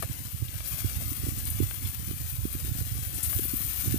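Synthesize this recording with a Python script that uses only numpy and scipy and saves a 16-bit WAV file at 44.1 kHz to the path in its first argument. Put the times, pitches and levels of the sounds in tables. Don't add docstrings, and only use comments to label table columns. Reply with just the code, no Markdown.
import sys
import numpy as np
from scipy import signal
from scipy.fft import rfft, irfft
from scipy.io import wavfile
from scipy.ndimage import uniform_filter1d

SR = 44100
rng = np.random.default_rng(int(sys.argv[2]) if len(sys.argv) > 2 else 0)


def wrap_up_sound(samples):
    columns = np.atleast_2d(samples).T
    tamed = np.clip(columns, -1, 1)
    steps = np.round(tamed * 32767).astype(np.int16)
    wavfile.write(sys.argv[1], SR, steps)


def field_ratio(decibels):
    return 10 ** (np.asarray(decibels, dtype=float) / 20)


N = 175518

# (frequency [Hz], relative level [dB], t60 [s])
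GRATE = [(300, 3, 0.046), (517, 6.5, 0.071), (654, 7, 0.05), (797, -4.5, 0.078), (968, -8.5, 0.044),
         (1219, 4, 0.036), (1464, -2.5, 0.042), (1647, 0.5, 0.045), (2286, 1, 0.026), (2734, -3.5, 0.039),
         (3330, 2, 0.021)]


def unit(x):
    return x / np.sqrt(np.mean(x ** 2))


def curve(table, axis=1):
    points = np.array(table)
    return np.interp(np.arange(N) / SR, points[:, 0], points[:, axis])


def octaves():
    return np.log2(np.maximum(np.arange(N // 2 + 1) * SR / N, 1))


def colour(x, table):
    hz, db = np.array(table).T
    gain = field_ratio(np.interp(octaves(), np.log2(hz), db))
    return irfft(rfft(x) * gain, N)


def walk(rate):
    k = int(SR / rate)
    steps = np.repeat(rng.standard_normal(N // k + 1), k)
    slewed = uniform_filter1d(steps, k)[:N]
    return unit(slewed - uniform_filter1d(slewed, 4 * k))


def sizes(draw, spread_db):
    return field_ratio(np.minimum(-np.log(1 - draw), 4.5) * spread_db)


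def clicks(per_s, spread_db):
    moment, sign, size = rng.random((3, N))
    return unit((moment < per_s / SR) * np.sign(sign - .5) * sizes(size, spread_db))


def add(out, at_s, sound):
    i = max(int(at_s * SR), 0)
    out[i:i + len(sound)] += sound[:len(out) - i]


def sizzle():
    # (time [s], level of the treble [dB], level of the middle [dB])
    levels = [(0, -37, -41.5), (.27, -34.5, -41.5), (.33, -36.5, -44.5), (.635, -36.5, -41),
              (.66, -28.5, -37.5), (.95, -33, -38.5), (1.1, -28.5, -39.5), (1.22, -32, -39.5),
              (1.5, -30.5, -39.5), (1.95, -33, -41), (2.45, -32.5, -42.5), (2.6, -32.5, -40),
              (3.12, -31.5, -40.5), (3.15, -31, -40), (3.22, -30, -37), (3.25, -24, -35),
              (3.29, -24, -38.5), (3.68, -25, -38), (3.75, -25, -36), (3.98, -27.5, -37.5)]
    # (frequency [Hz], relative density [dB per Hz])
    density = [(30, -36), (90, -34), (170, -12.5), (280, -10), (400, -17), (600, -16.5), (950, -16),
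               (1300, -12.5), (2500, -8.5), (5000, -9), (7300, -5.5), (9200, 2), (10000, 2.5), (12000, 9),
               (14500, 9), (17000, 10)]
    crackles_per_s, crackle_spread_db, crackle_db = 900, 3, -3.5
    ring_db = -5.5
    swell_db, neighbour_db, flicker_db = 0.54, 0.34, 0.57
    treble_from_hz = 8120

    steam = rng.standard_normal(N)
    raw = steam + field_ratio(crackle_db) * clicks(crackles_per_s, crackle_spread_db)
    hz = 2 ** octaves()
    ring = 0
    for mode_hz, db, t60 in GRATE:
        drive = field_ratio(db) * min(900 / mode_hz, 1)
        ring = ring + drive / np.hypot(1, (hz - mode_hz) * t60 / 0.81)
    spectrum = rfft(colour(raw, density)) * (1 + ring * field_ratio(ring_db))

    swell = walk(20) + 1.77 * walk(45)
    near, middle, treble = walk(13), 0, 0
    for centre in np.arange(4.5, 14.6, .5):
        window = np.cos(np.pi * np.clip(octaves() - centre, -.5, .5)) ** 2
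        band = irfft(spectrum * window, N)
        near = unit(near + walk(16))
        band = band * field_ratio(swell_db * swell + neighbour_db * near + flicker_db * walk(24.964))
        share = 1 / (1 + (treble_from_hz / 2 ** centre) ** 6)
        middle = middle + (1 - share) * band
        treble = treble + share * band
    return unit(treble) * field_ratio(curve(levels)) + unit(middle) * field_ratio(curve(levels, axis=2))


def spits():
    # (time [s], noise level before the envelope [dB], centre [Hz], t60 [s])
    bursts = [(0.0237, -24, 10900, 0.045), (0.483, -35, 3300, 0.025), (.648, -42.5, 4740, 0.39),
              (.668, -29.5, 12500, 0.28), (1.104, -28.5, 13300, 0.048), (1.384, -27.5, 9000, 0.048),
              (1.454, -18, 10100, 0.006), (1.501, -20, 12000, 0.036), (1.8518, -39, 3220, .12),
              (2.527, -25.5, 12330, 0.039), (2.649, -24, 12000, 0.017), (3.138, -30, 10400, 0.42),
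              (3.2277, -20, 10700, 0.18), (3.452, -20, 14000, 0.024), (3.566, -18.5, 13040, 0.03),
              (3.7315, -18, 12630, 0.0092)]
    width = 0.45
    out, t = np.zeros(N), np.arange(SR // 8) / SR
    hz_axis = np.arange(len(t) // 2 + 1) * SR / len(t)
    for s, db, hz, t60 in bursts:
        band = np.exp(-2 * ((hz_axis - hz) / (width * hz)) ** 2)
        noise = unit(irfft(rfft(rng.standard_normal(len(t))) * band, len(t)))
        envelope = np.minimum(t / (0.019 * t60), 1) * 1000 ** (-t / t60)
        add(out, s, field_ratio(db) * noise * envelope)
    return out


def taps():
    # (time [s], rms level of the first 5 ms [dB], centre [Hz])
    strokes = [(0.025, -27.5, 1300), (0.0327, -31.5, 950), (0.604, -39, 2220), (1.003, -46, 450),
               (1.02, -44, 430), (1.263, -44.5, 673), (1.7099, -36, 2000), (3.33, -36, 1950)]
    damping = .6
    scatter_db = 2.2
    skirt_db = 4
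    out, t = np.zeros(N), np.arange(SR // 6) / SR
    hz, db, t60 = np.array(GRATE).T[:, :, None]
    for s, level_db, centre_hz in strokes:
        weight, detune, phase = rng.standard_normal((3, len(GRATE), 1))
        strength = field_ratio(db + scatter_db * weight - skirt_db * np.log2(hz / centre_hz) ** 2)
        tones = np.sin(2 * np.pi * (hz * (1 + 0.028 * detune) * t + phase))
        envelope = np.minimum(t / 0.00089, 1) * 1000 ** (-t / (damping * t60))
        rattle = 1 + 0.6 * np.repeat(rng.standard_normal(len(t) // 10), 10)
        ring = (strength * tones * envelope).sum(axis=0) * rattle
        add(out, s, field_ratio(level_db) * ring / np.sqrt(np.mean(ring[:SR // 200] ** 2)))
    return out


def hearth(x):
    echo_db, t60_s, first_echo_s = -6.5, 0.037, .0008
    shift_s = .11
    hop, t = int(shift_s * SR), np.arange(SR // 12) / SR
    out, padded = np.zeros(N + 4 * hop + len(t)), np.pad(x, (hop, 2 * hop))
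    fade = np.sin(np.pi * np.arange(2 * hop) / (2 * hop))
    for i in range(0, N + hop, hop):
        echoes = rng.standard_normal(len(t)) * 1000 ** (-t / t60_s) * (t > first_echo_s)
        echoes = echoes / np.sqrt(np.sum(echoes ** 2))
        add(out, i / SR, signal.fftconvolve(padded[i:i + 2 * hop] * fade, echoes))
    return (x + field_ratio(echo_db) * out[hop:hop + N]) / np.hypot(1, field_ratio(echo_db))


def grip():
    # (frequency [Hz], relative density [dB per Hz])
    density = [(22, -29), (35, -20.5), (55, -2.5), (98, 0), (125, -2.5), (160, -8.5), (200, -15),
               (300, -20.5), (500, -42.5), (700, -53), (950, -77), (2000, -99), (6000, -120)]
    # (time [s], level of the deep rumble [dB], level of the scuffing [dB])
    levels = [(0, -36, -46), (.7, -36.5, -50.5), (1.03, -31, -40.5), (1.15, -32.5, -44.5),
              (1.27, -28.5, -39), (1.7, -34.5, -44.5), (2.1, -32.5, -40.5), (2.35, -32, -52),
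              (2.65, -31, -42.5), (2.8, -27, -47.5), (3.1, -32, -43), (3.75, -32.5, -48.5),
              (3.9, -33.5, -36)]
    # (time of the centre [s], peak [dB], frequency [Hz], length between 1/e points [cycles])
    thuds = [(0.0973, -28.5, 258, 2.3), (.11, -23, 109, 2.4), (0.348, -28, 101, 1.6),
             (0.424, -27, 227, 0.77), (0.429, -16.5, 103, 1.7), (0.558, -24.5, 101, 2.5),
             (0.7431, -23, 104, 1.6), (.847, -20, 258, 1.28), (0.857, -16, 97, 2.1),
             (1.122, -31.5, 258, 1.7), (1.238, -29, 290, 1.6), (1.27, -24.5, 300, 2),
             (1.289, -22, 272, 1.36), (1.289, -19, 102, 2.5), (1.605, -12.5, 300, 1.53),
             (1.6146, -12.5, 100, 1.5), (1.6266, -21, 287, 1.6), (1.637, -16.5, 98, 2.1),
             (1.852, -22, 101, 1.9), (2.092, -27.5, 240, 1.15), (2.1132, -24.5, 269.5, 1.2),
             (2.4548, -14.5, 237, 0.92), (2.552, -24, 250, 1.4), (2.649, -30.5, 267, 1.4),
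             (2.681, -32, 300, 1.5), (2.715, -31.5, 242, 2.3), (2.721, -18.5, 106.2, 1.6),
             (2.787, -34.5, 255, 1.8), (2.792, -21, 103, 1.3), (2.815, -35.5, 408, 1.8),
             (2.955, -39.5, 370, 2.1), (3.185, -33, 278, 1.87), (3.3664, -22.5, 100.6, 1.9),
             (3.3952, -20.5, 331.3, 1.73), (3.4552, -28.5, 282, 1.2), (3.5395, -20.5, 261, 1.8),
             (3.8613, -27, 268, 1.7), (3.8771, -22, 253, 1.02), (3.881, -15, 107, 1.7),
             (3.929, -17.5, 105.7, 1.46), (3.9442, -12.5, 261.3, 1.26)]
    jolts_per_s, jolt_uneven = 19, .3
    jolt_fade = .62
    waver_db, scuff_from_hz = 1.5, 160
    nudges_per_s, nudge_spread_db, nudge_db = 110, 3, 2

    jolts = np.cumsum(jolts_per_s * (1 + jolt_uneven * walk(9))) / SR % 1
    waver = field_ratio(waver_db * walk(22.2)) * np.exp(-jolts / jolt_fade)
    deep = 1 / (1 + (2 ** octaves() / scuff_from_hz) ** 4)
    rumble = colour(rng.standard_normal(N) * waver, density)
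    rubbing = rng.standard_normal(N) + field_ratio(nudge_db) * clicks(nudges_per_s, nudge_spread_db)
    scuff = colour(rubbing * waver, density)
    out = unit(irfft(rfft(rumble) * deep, N)) * field_ratio(curve(levels))
    out += unit(irfft(rfft(scuff) * (1 - deep), N)) * field_ratio(curve(levels, axis=2))

    t = np.arange(-SR // 25, SR // 25) / SR
    for s, db, hz, cycles in thuds:
        envelope = np.exp(-np.abs(2 * hz * t / cycles) ** 2)
        add(out, s + t[0], -field_ratio(db) * np.cos(2 * np.pi * hz * t) * envelope)
    return out


def hum():
    # (time [s], fundamental before its waver [Hz], level [dB])
    course = [(0, 51, -59), (.6, 63.7, -62), (.8, 62.6, -50), (1.4, 63.6, -48), (1.7, 58.6, -61),
              (2.2, 57.9, -52.5), (3.1, 58.5, -53), (3.6, 60.4, -43), (3.98, 58.5, -43)]
    # (multiple of the fundamental, relative level before its waver [dB])
    partials = [(1, -1.5), (2, -18), (5, -30)]
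    waver_db = 4.5
    phase = 2 * np.pi * np.cumsum(curve(course) * (1 + 0.0101 * walk(12))) / SR
    tone = 0
    for k, db in partials:
        tone = tone + field_ratio(db + waver_db * walk(6.9)) * np.sqrt(2) * np.sin(k * phase)
    return tone * field_ratio(curve(course, axis=2))


def scene():
    # (frequency [Hz], gain [dB])
    cover = [(2500, -60), (6900, -52), (10000, -50), (12000, -45), (16000, -27)]
    grill = hearth(sizzle() + spits()) + taps()
    muffled = colour(grill, cover) * field_ratio(0.99 * walk(29.87))
    late = np.roll(muffled, SR // 60)
    return np.array([grill + hum(), grip() + late])


def roll_off(x):
    return signal.sosfilt(signal.butter(12, 16790, fs=SR, output="sos"), x)


def record(dry):
    top_hz = 15470
    low_pass = signal.ellip(14, .2, 75, top_hz, fs=SR, output="sos")
    mix = signal.sosfilt(low_pass, dry)
    return roll_off(mix)


dry = scene()
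out = record(dry)
wrap_up_sound(out)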